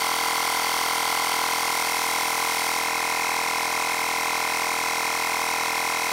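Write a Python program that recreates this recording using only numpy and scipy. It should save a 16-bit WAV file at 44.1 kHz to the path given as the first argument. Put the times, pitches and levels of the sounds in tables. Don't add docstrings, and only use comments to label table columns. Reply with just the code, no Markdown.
import sys
import numpy as np
from scipy import signal
from scipy.fft import rfft, irfft
from scipy.io import wavfile
from scipy.ndimage import map_coordinates

SR = 44100
rng = np.random.default_rng(int(sys.argv[2]) if len(sys.argv) > 2 else 0)


def inscribe(sig):
    pcm = np.round(np.clip(np.atleast_2d(sig).T, -1, 1) * 32767)
    wavfile.write(sys.argv[1], SR, pcm.astype(np.int16))


N = 269892

# crank position in turns, ring in Hz,
# ring width in Hz, relative peak in dB, gain towards the side in dB, unevenness from turn to turn in dB.
VALVE_KNOCKS = [ (0.0287, 2167, 139, -27, 2.5, .1), (0.1599, 2052, 97, -26, -2, 0.2),
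                (0.43, 859, 154, -24, 1.2, 1.1), (0.424, 1355, 106, -28, -2.5, -0.7),
                (.4265, 2537, 157, -42, 11, 1.5), (0.525, 1111, 119, -23, 0.5, 0.1),
                (0.5271, 1810, 159, -39, 7.5, 2), (0.586, 3150, 400, -30.5, -10, 3.5),
                (.644, 896, 374, -13, 1, .3), (0.728, 1085, 387, -19.5, 0.5, 0),
                (0.803, 614.7, 55.5, -46.5, 9, 1.5), (.959, 2447, 132, -38.5, 10.5, .5),
                (.010, 4590, 400, -27, -9, 1.5)]
# multiple of the crank speed, relative level in dB.
HOUSING_SHAKE = [(1, -40), (2, -15.5), (3, -17.5), (4, -11.5), (5, -10.5), (6, -9), (7, -4.5), (8, -5.5),
                 (9, -31), (10, -14.5), (11, 2.5), (12, -4)]
# frequency in Hz, relative level in dB per Hz.
FRONT_HISS_COLOUR = [(2100, 2), (2500, 3), (2750, 0.5), (3050, 4), (3600, 0), (4150, 0), (4650, 4.5),
                     (5000, -3), (6000, 3.5), (6600, -4), (7500, -7)]
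# frequency in Hz, relative level in dB per Hz.
SIDE_HISS_COLOUR = [(2100, 2), (2600, 7.5), (2950, -2), (3300, 1), (3650, -2), (3960, 7), (4250, -1.5),
                    (4520, 3.5), (5000, -1.5), (5500, 3.5), (6150, 4), (6600, -1.5), (7500, -1)]
# frequency in Hz, relative level in dB per Hz.
SPRAY_COLOUR = [(5500, -32), (6800, 3), (7400, -2), (8800, 4.5), (10000, 2), (11200, -1), (12800, -0.5),
                (13700, 0.5), (14800, -4), (15800, -6)]
# frequency in Hz,
# relative level in dB per Hz.
CHURN_COLOUR = [(42, -32), (55, -20.5), (130, -30), (230, -18), (340, -12), (460, -7.5), (540, -9.5),
                (680, -4.5), (900, 0), (1020, 2), (1230, -10.5), (1350, -2.5), (1650, -9.5), (1950, -3),
                (2500, -8)]
# start in seconds, length in seconds,
# share of the side view gained, change of the fine spray in dB.
MICROPHONE_MOVES = [(1.35, .6, 0.55, 0.4), (2.66, 0.26, .33, -3.5)]

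START_VIEW = 0.088
PINION_TEETH, WHEEL_TEETH = 11, 41
START_TURN, START_TURNS_PER_S, SAG_TURNS_PER_S2 = -.237, 41.602, .0361
WOBBLE_TURNS = .0017
WANDER_TURNS, WANDER_HZ = .005, 5
OUTLET_DB, OUTLET_SIDE_DB = -28.5, -2
INTAKE_DB, INTAKE_SIDE_DB = -31, 0.36
AIR_DB, AIR_SIDE_DB = -30.5, -0.72
HOUSING_DB = -39.5
CHURN_DB = -3
SPRAY_DB = -34.5
AIR_FOLLOWS_SPRAY = 0.36
OPEN_TURN, SHUT_TURN, VALVE_TRAVEL_TURNS = .46, 0.61, 0.14
LULL_DB, RECOVER_TURNS = -3, 0.4
CUTOFF_HZ = 15750


def from_db(db):
    return 10 ** (np.asarray(db) / 20)


def rms_one(x):
    return x / np.sqrt(np.mean(x ** 2) + 1e-20)


def ramp(x, start, length):
    return np.clip((x - start) / length, 0, 1)


def coloured(x, spectrum):
    hz, db = np.transpose(spectrum)
    f = np.maximum(np.arange(N // 2 + 1) * SR / N, 1)
    skirts = np.minimum(f / hz[0], 1) ** 2 * np.minimum(hz[-1] / f, 1) ** 4
    colour = from_db(np.interp(np.log(f), np.log(hz), db))
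    return rms_one(irfft(rfft(x) * skirts * colour, N))


def resonance(x, hz, width_hz):
    r = np.exp(-np.pi * width_hz / SR)
    top = np.array([1, 0, -1]) * (1 - r * r) / 2
    bottom = [1, -2 * r * np.cos(2 * np.pi * hz / SR), r * r]
    return signal.lfilter(top, bottom, x + 1e-18)


def clicks(seconds, sizes):
    at = np.round(seconds * SR).astype(int)
    inside = (at > 0) & (at < N)
    return np.bincount(at[inside], sizes[inside], N)


def drift(rate_hz):
    r = np.exp(-2 * np.pi * rate_hz / SR)
    slow = rng.standard_normal(N + SR)
    for _ in range(2):
        slow = signal.lfilter([1 - r], [1, -r], slow)
    return rms_one(slow[SR:])


def pinion_wobble(crank, order=3):
    motor = crank * WHEEL_TEETH / PINION_TEETH
    return sum(np.sin(2 * np.pi * k * motor) / k for k in range(1, order + 1))


def crank_turns(t):
    steady = START_TURN + START_TURNS_PER_S * t - .5 * SAG_TURNS_PER_S2 * t ** 2
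    return steady + WOBBLE_TURNS * pinion_wobble(steady) + WANDER_TURNS * drift(WANDER_HZ)


def time_of(crank, turns):
    return np.interp(turns, crank, np.arange(N) / SR, left=-1, right=-1)


def microphone(t):
    side, spray_db = START_VIEW, SPRAY_DB
    for start_s, length_s, gained, change_db in MICROPHONE_MOVES:
        done = ramp(t, start_s, length_s)
        side = side + gained * done
        spray_db = spray_db + change_db * done
    return np.clip(side, 0, 1), spray_db


def valves(crank, side, play_s=.000018, beat_db=-0.57, split_hz=1600):
    turns = np.arange(-1, int(crank[-1]) + 2)
    outlet, intake = np.zeros(N), np.zeros(N)
    for position, hz, width_hz, peak_db, side_db, uneven_db in VALVE_KNOCKS:
        late, strong = rng.standard_normal((2, len(turns)))
        when = time_of(crank, turns + position) + play_s * late
        beat = beat_db * pinion_wobble(turns + position)
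        force_db = peak_db + beat + uneven_db * np.minimum(strong, 2)
        sizes = from_db(force_db) * np.e * SR / (2 * np.pi * width_hz)
        swell = resonance(clicks(when, sizes), hz, width_hz)
        ring = from_db(side_db * side) * resonance(swell, hz, width_hz)
        if hz < split_hz:
            outlet += ring
        else:
            intake += ring
    return rms_one(outlet), rms_one(intake)


def housing(crank, push_turn=.48, smear_radians=0.28):
    lags = smear_radians * rng.standard_normal(len(HOUSING_SHAKE))
    shake = np.zeros(N)
    for (multiple, db), lag in zip(HOUSING_SHAKE, lags):
        shake += from_db(db) * np.cos(2 * np.pi * round(multiple) * (crank - push_turn) - lag)
    return rms_one(shake)


def gear_teeth(crank, wear_db=4, pinion_db=0.0, uneven_db=-1.5, scatter_s=.000015):
    teeth = np.arange(-WHEEL_TEETH, (int(crank[-1]) + 1) * WHEEL_TEETH)
    on_wheel, on_pinion = teeth % WHEEL_TEETH, teeth % PINION_TEETH
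    seat = rng.random(WHEEL_TEETH)[on_wheel]
    flank = rng.choice([-1, 1], WHEEL_TEETH)[on_wheel]
    wheel_wear = wear_db * (2 * rng.random(WHEEL_TEETH) - 1)[on_wheel]
    pinion_wear = pinion_db * (2 * rng.random(PINION_TEETH) - 1)[on_pinion]
    late, strong = rng.standard_normal((2, len(teeth)))
    when = time_of(crank, (teeth + seat) / WHEEL_TEETH) + scatter_s * late
    return rms_one(clicks(when, flank * from_db(wheel_wear + pinion_wear + uneven_db * strong)))


def shell(x, count=40, spread_s=.002):
    delays = np.sort(rng.random(count))
    sizes = rng.standard_normal(count) * np.exp(-2 * delays)
    response = np.bincount((delays * spread_s * SR).astype(int), sizes)
    return rms_one(signal.fftconvolve(x, response)[:N])


def noise_and_rattle(crank, teeth_db):
    return rng.standard_normal(N) + from_db(teeth_db) * shell(gear_teeth(crank))


def churn(crank, puff_turn=0.69, puff_length=0.21, puff_db=3, teeth_db=1):
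    off = (crank - puff_turn + .5) % 1 - .5
    puff = from_db(puff_db * np.exp(-.5 * (off / puff_length) ** 2))
    return coloured(noise_and_rattle(crank, teeth_db) * puff, CHURN_COLOUR)


def air_flow_db(crank, surge_db):
    since_open = (crank - OPEN_TURN) % 1
    open_turns = SHUT_TURN - OPEN_TURN
    opened = ramp(since_open, 0, VALVE_TRAVEL_TURNS)
    shut = ramp(since_open, open_turns, VALVE_TRAVEL_TURNS)
    recovered = ramp(since_open, open_turns + VALVE_TRAVEL_TURNS, RECOVER_TURNS)
    return surge_db * (opened - shut) + LULL_DB * (shut - recovered)


def rush(crank, surge_db, teeth_db):
    return from_db(air_flow_db(crank, surge_db)) * noise_and_rattle(crank, teeth_db)


def off_the_rim(x, side, front_s=0.0017, side_s=0.0027, echo_db=-19):
    delay = (front_s + (side_s - front_s) * side) * SR
    echo = map_coordinates(x, [np.arange(N) - delay], order=3)
    return rms_one(x + from_db(echo_db) * echo)


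def scene():
    t = np.arange(N) / SR
    crank = crank_turns(t)
    side, spray_db = microphone(t)

    outlet_db = OUTLET_DB + OUTLET_SIDE_DB * side
    intake_db = INTAKE_DB + INTAKE_SIDE_DB * side
    outlet, intake = valves(crank, side)
    knocks = from_db(outlet_db) * outlet + from_db(intake_db) * intake
    body = from_db(HOUSING_DB) * housing(crank) + from_db(outlet_db + CHURN_DB) * churn(crank)

    air = rush(crank, surge_db=3.5, teeth_db=-3)
    hiss = (1 - side) * coloured(air, FRONT_HISS_COLOUR) + side * coloured(air, SIDE_HISS_COLOUR)
    air_db = AIR_DB + AIR_SIDE_DB * side + AIR_FOLLOWS_SPRAY * (spray_db - SPRAY_DB)
    spray = coloured(rush(crank, surge_db=2.3, teeth_db=-6), SPRAY_COLOUR)
    treble = from_db(air_db) * off_the_rim(hiss, side) + from_db(spray_db) * off_the_rim(spray, side)
    return (knocks + body + treble)[None]


def record(dry):
    low_pass = signal.ellip(12, .1, 80, CUTOFF_HZ, fs=SR, output="sos")
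    return signal.sosfilt(low_pass, dry)


dry = scene()
out = record(dry)
inscribe(out)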